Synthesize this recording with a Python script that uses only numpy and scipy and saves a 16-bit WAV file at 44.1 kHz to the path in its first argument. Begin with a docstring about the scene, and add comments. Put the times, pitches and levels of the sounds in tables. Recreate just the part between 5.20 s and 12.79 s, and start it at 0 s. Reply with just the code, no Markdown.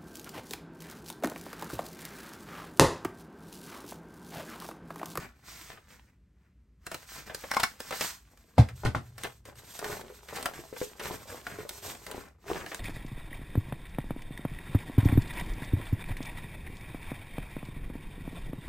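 """Paper craft at a table in a small room, over a low rumble of filtered noise.
Card slides into a lever punch (coloured stick-slip noise); the die bites in jerks (bursts ringing its modes).
The sheet is pulled free with snaps (bursts of tiny cracks). Thin scraps begin to rustle; the punch is put
down with a heavy clunk and two knocks (struck modes plus rattle). A hand rummages on through the scraps,
bumping a small hollow container (short decaying notes); stiff card slides again at the end."""
import sys
import numpy as np
from scipy import signal
from scipy.fft import rfft, irfft, next_fast_len
from scipy.io import wavfile

SR = 44100
rng = np.random.default_rng(int(sys.argv[2]) if len(sys.argv) > 2 else 0)


def wrap_up_sound(samples):
    """Save the sound to the file named by the first command line argument, as 16-bit audio."""
    columns = np.atleast_2d(samples).T
    # keep every value between -1 and 1, then stretch to whole-number steps
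    tamed = np.clip(columns, -1, 1)
    steps = np.round(tamed * 32767).astype(np.int16)
    wavfile.write(sys.argv[1], SR, steps)


N = 334719
TIME = np.arange(N) / SR

# Table levels are relative; each source adds its own trims.
# hand strokes on paper: [start t/s, length/s, rubbing hiss level/dB, sheet flutter level/dB]
STROKES = [(-0.05, 0.017, -41, -33.5), (.22, 0.28, -49, -53.5), (.42, 0.091, -68, -51.5),
           (.665, 0.073, -60.5, -57.5), (1.69, 0.14, -56, -60), (1.85, 0.14, -48, -59.5),
           (1.96, 0.039, -62, -50), (2.05, 0.02, -52, -44), (2.13, 0.37, -50, -57.5),
           (2.58, 0.11, -48, -54), (2.71, .1, -41.5, -49.5), (2.79, 0.087, -36, -48.5),
           (3.545, 0.029, -58.5, -75), (3.96, 0.14, -54.5, -63), (4.245, 0.041, -61, -56.5),
           (4.46, 0.33, -51.5, -66), (4.59, 0.13, -50, -44), (4.74, .15, -67.5, -52.5),
           (5.07, .21, -51.5, -48), (5.3, 0.069, -71, -56), (5.55, 0.097, -49.5, -72),
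           (5.78, .15, -47.5, -44.5), (6.05, 0.1, -50.5, -49.5), (6.28, 0.12, -67, -51),
           (6.49, 0.06, -48.5, -59), (6.605, 0.1, -46.5, -50.5), (6.86, 0.14, -54, -47),
           (7.25, 0.14, -48, -41), (7.45, .14, -52, -60)]
# light brushing between strokes: [start t/s, length/s, hiss level/dB, flutter level/dB]
BRUSHES = [(.08, 0.78, -72, -66.5), (1.12, 0.14, -85.5, -74), (1.57, 2.4, -71, -71), (4.3, 2.68, -60, -63),
           (7.16, 0.46, -63.5, -61.5)]
# clear snaps of buckling paper: [t/s, level/dB, brightness/dB, nominal fade/s]
SNAPS = [(.572, -45, -39, 0.0097), (1.666, -31.5, 2, 0.0048), (1.715, -31, -2, 0.0065),
         (1.744, -28.5, 0.5, 0.0045), (2.146, -32, 8, .005), (2.096, -36, -39, 0.014),
         (2.236, -33, -39, 0.0077), (2.603, -28, 4.5, 0.0018), (2.708, -26.5, -5, 0.0058),
         (2.724, -27, -8, 0.0096), (2.809, -20.5, 0.5, 0.0055), (3.487, -37, -8, 0.009),
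         (3.98, -39.5, 2.5, .01), (4.035, -29.5, 3.5, 0.0033), (4.044, -25.5, -15, 0.0097),
         (4.253, -44.5, 1, 0.0093), (4.591, -30, 3, 0.0043), (4.643, -28.5, -3.5, 0.0059),
         (5.085, -37, -7, .012), (5.158, -33.5, 0.5, 0.033), (5.227, -30, 3, 0.0026),
         (5.257, -20, -2, 0.0056), (5.564, -35.5, -23, 0.0041), (5.795, -32.5, -6, 0.019),
         (6.267, -29, -9.5, 0.0049), (6.492, -32.5, 9.5, 0.0024), (6.865, -35, -0.5, 0.0063),
         (7.462, -31.5, -4.5, 0.005), (7.515, -32.5, -16, 0.019), (7.546, -30, 3.5, .002)]
# card catching on the die: [t/s, level/dB, scrape re level/dB, nominal fade/s, strongest ring f/Hz]
CATCHES = [(2.314, -11.5, -14.5, 0.00062, 1900), (2.336, -20, -15.5, 0.0032, 1300),
           (2.3455, -28, -3, 0.002, 1500), (2.366, -14, -15.5, 0.0047, 1000),
           (2.398, -24, -4, 0.0068, 1000), (2.432, -11, -11, 0.0058, 1550)]
# punch meets table: [t/s, table thud level/dB, shell knock level/dB, rattle level/dB, struck part f/Hz]
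KNOCKS = [(3.3809, -4, -16.5, -24, 740), (3.635, -33.5, -34, -46, 880), (3.6492, -26, -39, -25.5, 1700),
          (3.659, -18.5, -23.5, -37.5, 1500), (3.748, -26, -21, -32.5, 1366)]
# bumps on the hollow container: [t/s, level/dB, lowest mode f/Hz]
BUMPS = [(4.699, -34.5, 488), (4.9, -40.5, 420), (5.391, -38, 354), (5.527, -32.5, 432), (5.615, -22, 424),
         (5.934, -35, 456), (6.124, -37.5, 481), (6.387, -31.5, 432), (6.451, -36.5, 490)]

# modes of table top, punch shell, free die, free container: [f/Hz, level/dB, t60/s]
TABLE_MODES = [(81, -11, 0.17), (105.6, -30.5, .06), (115, -1, 0.13), (211, -8.5, 0.12),
               (263.4, -7.5, 0.13)]
SHELL_MODES = [(394, -19.5, 0.029), (621, 7.5, 0.019), (753, -0.5, 0.077), (842, 7, 0.016),
               (1030, -2, 0.051), (1250, 5.5, 0.012), (1510, 2, 0.01), (1820, -0.5, 0.018),
               (2150, 1, 0.016)]
DIE_MODES = [(990, 2, 0.015), (1083, 0.5, 0.014), (1537, -4.5, 0.053), (1650, -5, 0.013), (2230, -4, 0.014),
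             (2330, -6, 0.031), (2710, -22, 0.027), (3930, -20, .015), (5440, -3, 0.009), (5590, -2, 0.013)]
CONTAINER_MODES = [(413, -3, 0.6), (488, -4, 0.068), (590, -25, 0.054), (836, -18, 0.05), (1387, -14, 0.34)]

# spectra of sliding card, sliding scraps, sheet flutter, snaps, lever rattle, room rumble: [f/Hz, level/dB]
CARD_HISS_SPECTRUM = [(500, -30), (950, -2), (1900, -0.5), (2700, -3.5), (5000, -1.5), (8500, -1.5),
                      (10500, -11.5), (12400, -0.5), (14000, -18.5), (16000, -4.5)]
SCRAP_HISS_SPECTRUM = [(500, -21), (1000, -9), (1900, -6.5), (3300, -0.5), (5000, -1), (8500, 2),
                       (10500, -10), (12400, 3.5), (14000, -8.5), (16000, -8.5)]
FLUTTER_SPECTRUM = [(60, -7), (130, 3.5), (300, -3), (600, -8), (950, -7.5), (1600, -3.5), (2400, -7.5),
                    (5000, -39.5)]
SNAP_SPECTRUM = [(100, -9.5), (300, -5.5), (900, 6.5), (1600, 6), (2300, 1.5), (3500, 3), (6000, -4),
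                 (9000, -2.5), (16000, -11.5)]
RATTLE_SPECTRUM = [(200, 15.5), (800, 5), (2000, -1.5), (3500, -5.5), (6000, -12), (9000, -15),
                   (12500, -20.5), (16000, -37.5)]
RUMBLE_SPECTRUM = [(25, -36), (55, 2), (100, -11), (200, -14.5), (350, -25.5), (750, -41), (2000, -40),
                   (3500, -48.5), (12000, -54.5), (16000, -66.5)]

# level between the microphone ports: [f/Hz, left minus right/dB]
PORT_BALANCE = [(150, .2), (500, 2.4), (1500, 1.8), (2800, -1), (4000, -1), (5300, -4), (7200, -1.5),
                (9000, 0)]
# phase between the ports, opposite in two treble bands: [f/Hz, left lead/rad]
PORT_PHASE = [(100, 0), (1600, .3), (3200, -.6), (6600, -.5), (7700, -1.3), (9000, .2), (10000, 2.8),
              (10900, 3.4), (11700, 6.1), (12600, 6.5), (13300, 9.1), (14300, 9.6), (15100, 12.4)]

RUMMAGE_START_S, RUMMAGE_END_S = 3.1, 7.2  # thin scraps inside this span, stiff card outside
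STROKE_ATTACK_S, STROKE_ATTACK_SHARE, STROKE_SAG_DB_PER_S = 0.017, 0.23, 10  # share of stroke length adds to attack
BRUSH_ATTACK_S = 0.13
HISS_RELEASE_DB_PER_S, FLUTTER_RELEASE_DB_PER_S = 201, 166
BODY_LOSS_PER_BRIGHTNESS = 0.083  # dB/dB; bright snaps come from small facets and carry less body
SMALL_SNAP_DB, SMALL_SNAP_SPREAD_DB = 11.5, 6.5  # re paper motion; +- spread
SMALL_SNAP_FADE_S = 0.0038
CARD_DAMPING_T60_S = 0.018  # added decay of die modes pressed by card
BUMP_T60_S = 0.093  # lowest container mode, damped by the hand
CUTOFF_HZ = 15900


def rubbing(crackle_db=-7.5, flutter_db=-3.5, crinkle_db=-4.0, hollow_db=-8.5, jostle_db=1.0, shake_db=-8.5,
            card_uneven_db=1.5, scrap_uneven_db=3.0, slip_uneven_db=4.5):
    """Sliding paper hisses and crinkles; stick-slip shakes the sheet and whatever it lies in."""
    hiss_level, flutter_level = stroke_levels()
    rummaging = (TIME > RUMMAGE_START_S) & (TIME < RUMMAGE_END_S)
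    grip = drift(15)
    crackle = amp(crackle_db) * grains(per_s=780, spread_db=0.5)
    friction = (rng.standard_normal(N) + crackle) * hiss_level

    # stiff card glides evenly with a low voice; thin scraps snag and let go
    card = colour(friction * ~rummaging * amp(card_uneven_db * grip), CARD_HISS_SPECTRUM)
    scraps = colour(friction * rummaging * amp(scrap_uneven_db * grip), SCRAP_HISS_SPECTRUM)

    slips = grains(per_s=2200, spread_db=2.5) * amp(slip_uneven_db * grip)
    flutter = colour(slips * flutter_level * amp(flutter_db), FLUTTER_SPECTRUM)
    ticks = crinkles(per_s=260, low_hz=846, high_hz=3600, cycles=6.1)
    ticks = ticks * np.sqrt(hiss_level * flutter_level) * amp(crinkle_db)

    # rummaging jostles larger pieces and stirs container and table
    jostle = crinkles(per_s=150, low_hz=369, high_hz=1150, cycles=11.3)
    nudges = grains(per_s=140, spread_db=1.0)
    # the hand halves the ring
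    hollow = rms_one(sum(amp(db) * ring(nudges, hz, t60 / 2) for hz, db, t60 in CONTAINER_MODES))
    shake = rms_one(band(slips, [50, 120], "band"))
    stirred = amp(jostle_db) * jostle + amp(hollow_db) * hollow + amp(shake_db) * shake
    return card + scraps + flutter + ticks + stirred * (TIME > RUMMAGE_START_S) * flutter_level


def stroke_levels():
    """Hiss and flutter gains of moving paper; overlapping movements add in power."""
    hiss_power, flutter_power = 0, 0
    for moves, attack_s, share, sag in (
            (STROKES, STROKE_ATTACK_S, STROKE_ATTACK_SHARE, STROKE_SAG_DB_PER_S),
            (BRUSHES, BRUSH_ATTACK_S, 0, 0)):
        for start_s, length_s, hiss_db, flutter_db in moves:
            shape = start_s, length_s, attack_s + share * length_s, sag
            hiss_power += (amp(hiss_db) * swell(*shape, HISS_RELEASE_DB_PER_S)) ** 2
            flutter_power += (amp(flutter_db) * swell(*shape, FLUTTER_RELEASE_DB_PER_S)) ** 2
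    return [np.interp(TIME, TIME[::32], np.sqrt(power)) for power in (hiss_power, flutter_power)]


def swell(start_s, length_s, attack_s, sag_db_per_s, release_db_per_s):
    """Gain of one movement, every 32nd sample: eased attack, sagging hold, release."""
    age_s = np.maximum(TIME[::32] - start_s, 0)
    attack = np.sin(np.pi / 2 * np.minimum(age_s / attack_s, 1)) ** 2
    return attack * amp(-sag_db_per_s * age_s - release_db_per_s * np.maximum(age_s - length_s, 0))


def crinkles(per_s, low_hz, high_hz, cycles, tilt_db_per_octave=-1.0, count=10):
    """Small paper facets flip over; each flip ticks with its own mix of pitches; rms 1."""
    flips = grains(per_s, spread_db=5.5)
    total = 0
    for hz in np.geomspace(low_hz, high_hz, count):
        ticks = rms_one(ring(flips * rng.standard_normal(N), hz, cycles / hz))
        total = total + ticks * amp(tilt_db_per_octave * np.log2(hz / low_hz))
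    return rms_one(total)


def snaps(body_db=-7.0, middle_db=-5.0, upper_db=-16.0, crisp_db=-7.5, rise_s=0.00088, upper_share=0.42,
          middle_hz=(750, 2300), crisp_hz=6000):
    """A buckling sheet lets go in an avalanche of tiny cracks; brightness lifts the upper bands."""
    t, level_db, bright_db, fade_s = np.vstack([SNAPS, small_snaps()]).T
    cracks = colour(grains(per_s=15000, spread_db=4.0), SNAP_SPECTRUM)
    fine_cracks = grains(per_s=12000, spread_db=2.0)

    low_db = level_db + body_db - BODY_LOSS_PER_BRIGHTNESS * bright_db
    low = rms_one(band(cracks, middle_hz[0], "low")) * bursts(t, low_db, fade_s * 1.25, rise_s * 2)
    middle = rms_one(band(cracks, middle_hz, "band"))
    middle = middle * bursts(t, level_db + middle_db, fade_s * 0.84, rise_s)
    upper = rms_one(band(fine_cracks, [middle_hz[1], crisp_hz], "band"))
    upper = upper * bursts(t, level_db + upper_share * bright_db + upper_db, fade_s, rise_s)
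    high = rms_one(band(cracks, crisp_hz, "high"))
    high = high * bursts(t, level_db + bright_db + crisp_db, fade_s * 0.57, rise_s / 2)
    return low + middle + upper + high


def small_snaps(count=26):
    """Scraps buckle at random while rummaging, louder under a firmer stroke; rows as in SNAPS."""
    firmness = np.sqrt(np.prod(stroke_levels(), axis=0))
    when, size, bright = rng.random((count, 3)).T
    # one per equal slot
    t = np.interp(np.arange(count) + when, [0, count], [RUMMAGE_START_S, RUMMAGE_END_S])
    level_db = 20 * np.log10(np.interp(t, TIME, firmness) + 1e-9) + SMALL_SNAP_DB
    level_db = level_db + SMALL_SNAP_SPREAD_DB * (2 * size - 1)
    bright_db = SMALL_SNAP_SPREAD_DB * (2 * bright - 1)
    return np.column_stack([t, level_db, bright_db, np.full(count, SMALL_SNAP_FADE_S)])


def catches(ring_db=-4.0, scrape_db=1.5, rise_s=0.00071, off_pitch_db_per_octave=-5.0):
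    """Card yields under the die in jerks; each scrapes and rings the modes nearest its contact point."""
    t, level_db, crisp_db, fade_s, ring_hz = np.transpose(CATCHES)
    jerks = grains(per_s=14000, spread_db=4.0)
    body = np.zeros(N)
    for k, (hz, db, free_t60) in enumerate(DIE_MODES):
        t60 = 1 / (1 / free_t60 + 1 / CARD_DAMPING_T60_S)
        off_db = off_pitch_db_per_octave * np.abs(np.log2(hz / ring_hz))
        push = jerks * bursts(t, level_db + ring_db + off_db, fade_s, rise_s)
        # a longer ring spreads the same energy over more time
        energy_gain = np.sqrt(4 * np.log(1000) / (t60 * SR))
        body += amp(db) * ring(push, hz, t60) * energy_gain * (-1) ** k  # alternate polarity
    scrape = colour(jerks * bursts(t, level_db + crisp_db + scrape_db, fade_s, rise_s), SNAP_SPECTRUM)
    return body + scrape


def punch_put_down(lag_s=0.0064, swell_hz=(60, 170), rattle_fade_s=0.024, off_pitch_db_per_octave=-12.0,
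                   contact_hz=2500):
    """Shell knocks and lever rattles at once; the table's slow bending waves follow, lowest last."""
    t, thud_db, shell_db, rattle_db, part_hz = np.transpose(KNOCKS)
    thud = 0
    for hz, db, t60 in TABLE_MODES:
        arrival_s = t + lag_s * np.sqrt(100 / hz)
        thud = thud + ring(strikes(arrival_s, thud_db + db), hz, t60)
    shell = 0
    for k, (hz, db, t60) in enumerate(SHELL_MODES):
        # modes near the pitch of the struck part answer most
        off_db = off_pitch_db_per_octave * np.abs(np.log2(hz / part_hz))
        shell = shell + ring(strikes(t, shell_db + db + off_db), hz, t60) * (-1) ** k
    chatter = grains(per_s=8200, spread_db=4.0) * bursts(t, rattle_db, rattle_fade_s, rise_s=0.00029)
    rattle = colour(chatter, RATTLE_SPECTRUM)
    return amp(3.5) * band(thud, swell_hz, "band"), band(shell, contact_hz, "low") + rattle


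def bumps(soft_hz=1100, scuff_db=-18.5, scuff_fade_s=0.0084):
    """Soft contacts scuff the container and sound a short hollow note; its high modes die first."""
    notes, age_s = np.zeros(N), TIME[:SR // 4]
    lowest_hz = CONTAINER_MODES[0][0]
    for t, level_db, pitch_hz in BUMPS:
        start = round(t * SR)
        note = 0
        for hz, db, _ in CONTAINER_MODES:
            ratio = hz / lowest_hz
            fade = np.exp(-np.log(1000) * age_s / BUMP_T60_S * ratio)
            note = note + amp(db) * np.sin(2 * np.pi * pitch_hz * ratio * age_s) * fade
        notes[start:start + len(age_s)] += (amp(level_db) * note)[:N - start]
    t, level_db, _ = np.transpose(BUMPS)
    scuff = colour(grains(per_s=4300, spread_db=0.0), FLUTTER_SPECTRUM)
    scuff = scuff * bursts(t, level_db + scuff_db, scuff_fade_s, rise_s=0.00043)
    return band(notes, soft_hz, "low") + scuff


def room(x, near_db=-11.5, near_t60=0.034, walls_db=-8.5, walls_t60=0.17, first_s=0.0017, wide_db=-2.0,
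         alike_above_hz=11000, mount_db=-8.0, mount_hz=(3000, 6000), mount_s=0.0033, moves_hz=3.0, count=5):
    """Quick table-top scatter, then a faint wall tail; the echo pattern shifts as the hands move."""
    age_s = TIME[:SR // 3]
    decay = 0
    for level_db, t60 in ((near_db, near_t60), (walls_db, walls_t60)):
        fade = np.exp(-np.log(1000) * age_s / t60) * (age_s > first_s)
        decay = np.hypot(decay, amp(level_db) * fade / np.linalg.norm(fade))
    nearness = np.array([drift(moves_hz) for _ in range(count)])
    out = 0
    for share in nearness / np.linalg.norm(nearness, axis=0):
        mid, side, early = rng.standard_normal((3, len(age_s)))
        mid = mid * decay
        # top treble reaches both ports alike
        side = amp(wide_db) * band(side * decay, alike_above_hz, "low")
        # very short upper-middle echoes differ from port to port
        mount = band(early * (age_s < mount_s), mount_hz, "band")
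        mount = mount / np.linalg.norm(mount) * np.sqrt(2 * np.ptp(mount_hz) / SR)
        side = side + amp(mount_db) * mount
        echoes = np.array([mid + side, mid - side])
        out = out + signal.oaconvolve((share * x)[None], echoes, axes=1)[:, :N]
    return out


def boom(thud, t60=2.3, boom_db=-43.0, low_hz=60, high_hz=128):
    """The room's crowded bass modes linger and beat after a thud; response cut at 1 s."""
    age_s = TIME[:SR]
    modes = band(rng.standard_normal(SR), [low_hz, high_hz], "band") * np.exp(-np.log(1000) * age_s / t60)
    return amp(boom_db) * signal.oaconvolve(thud, modes / np.linalg.norm(modes))[:N]


def rumble():
    """Steady noise, strongest in the bass."""
    return amp(-61.5) * colour(rng.standard_normal(N), RUMBLE_SPECTRUM)


def grains(per_s, spread_db):
    """Fibres slipping: random clicks, mostly small and a few large; rms 1."""
    sizes = amp(spread_db * np.minimum(rng.exponential(1, N), 3)) * rng.choice([-1, 1], N)
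    return rms_one(sizes * (rng.random(N) < per_s / SR))


def bursts(times_s, level_db, fade_s, rise_s, strain_db=-17.0, strain_s=0.0064):
    """Envelope of sudden releases: faint build-up of strain, quick swell, exponential fade."""
    power, lead = np.zeros(N), SR // 50
    age_s = TIME[:SR // 4] - TIME[lead]
    after_s = np.maximum(age_s, 0)
    for t, db, fade in zip(times_s, level_db, np.broadcast_to(fade_s, len(times_s))):
        start = max(round(t * SR) - lead, 0)
        shape = (1 - np.exp(-after_s / rise_s)) * np.exp(-after_s / max(fade, 1e-3))  # fade at least 1 ms
        shape = shape / shape.max() + amp(strain_db) * np.exp(-np.abs(age_s) / strain_s)
        power[start:start + len(age_s)] += (amp(db) * shape)[:N - start] ** 2
    return np.sqrt(power)


def strikes(times_s, level_db):
    """One click per contact."""
    clicks = np.zeros(N)
    clicks[np.clip(np.round(times_s * SR).astype(int), 0, N - 1)] = amp(level_db)
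    return clicks


def ring(clicks, hz, t60):
    """Two-pole resonator: a unit click starts a decaying sine of height 1."""
    r, w = 10 ** (-3 / (t60 * SR)), 2 * np.pi * hz / SR
    return signal.lfilter([0, np.sin(w)], [1, -2 * r * np.cos(w), r * r], clicks + 1e-18)


def drift(rate_hz):
    """Slow random wander with spread 1, made at SR/40 after a settling run."""
    r = np.exp(-80 * np.pi * rate_hz / SR)
    noise = rng.standard_normal(N // 40 + 2002)
    slow = signal.lfilter([1], [1, -2 * r, r * r], noise)[2000:]
    return np.interp(np.arange(N) / 40, np.arange(len(slow)), rms_one(slow))


def colour(x, spectrum, size=4096):
    """Causal (minimum-phase) filter of the given spectrum; white noise keeps its level."""
    cepstrum = irfft(np.log(amp(at_hz(spectrum, np.fft.rfftfreq(size, 1 / SR)))))
    cepstrum[1:size // 2] *= 2
    cepstrum[size // 2 + 1:] = 0
    response = irfft(np.exp(rfft(cepstrum)))
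    return signal.oaconvolve(x, response / np.linalg.norm(response))[:N]


def band(x, edge_hz, kind):
    """Butterworth filter, design order 2."""
    return signal.sosfilt(signal.butter(2, edge_hz, kind, fs=SR, output="sos"), x + 1e-18)


def at_hz(points, hz):
    """Read a table on a log-frequency axis."""
    known_hz, values = np.transpose(points)
    return np.interp(np.log(np.maximum(hz, 1)), np.log(known_hz), values)


def amp(db):
    """Decibels to gain."""
    return 10 ** (np.asarray(db) / 20)


def rms_one(x):
    """Scale to rms 1."""
    return x / np.sqrt(np.mean(x ** 2) + 1e-20)


def scene(table_radiates_above_hz=60, punch_room_db=1.5):
    """Paper, punch and container in the room, over a rumble; the punch is put down further off."""
    near = rubbing() + snaps() + catches() + bumps()
    thud, clatter = punch_put_down()
    thud = band(thud, table_radiates_above_hz, "high")
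    echoes = room(near + amp(punch_room_db) * clatter)
    return near + clatter + echoes + thud + boom(thud) + rumble()


def ports(x):
    """Sound reaches the two ports with different level and phase."""
    size = next_fast_len(N + SR // 10)
    hz = np.fft.rfftfreq(size, 1 / SR)
    # half the difference on each side
    half = amp(at_hz(PORT_BALANCE, hz) / 2) * np.exp(.5j * at_hz(PORT_PHASE, hz))
    return irfft(rfft(x, size) * np.array([half, 1 / half]), size)[:, :N]


def record(dry):
    """Two microphone ports; steep elliptic low-pass cuts the top."""
    lowpass = signal.ellip(10, .2, 80, CUTOFF_HZ, fs=SR, output="sos")
    return signal.sosfilt(lowpass, ports(dry))


dry = scene()
out = record(dry)
wrap_up_sound(out)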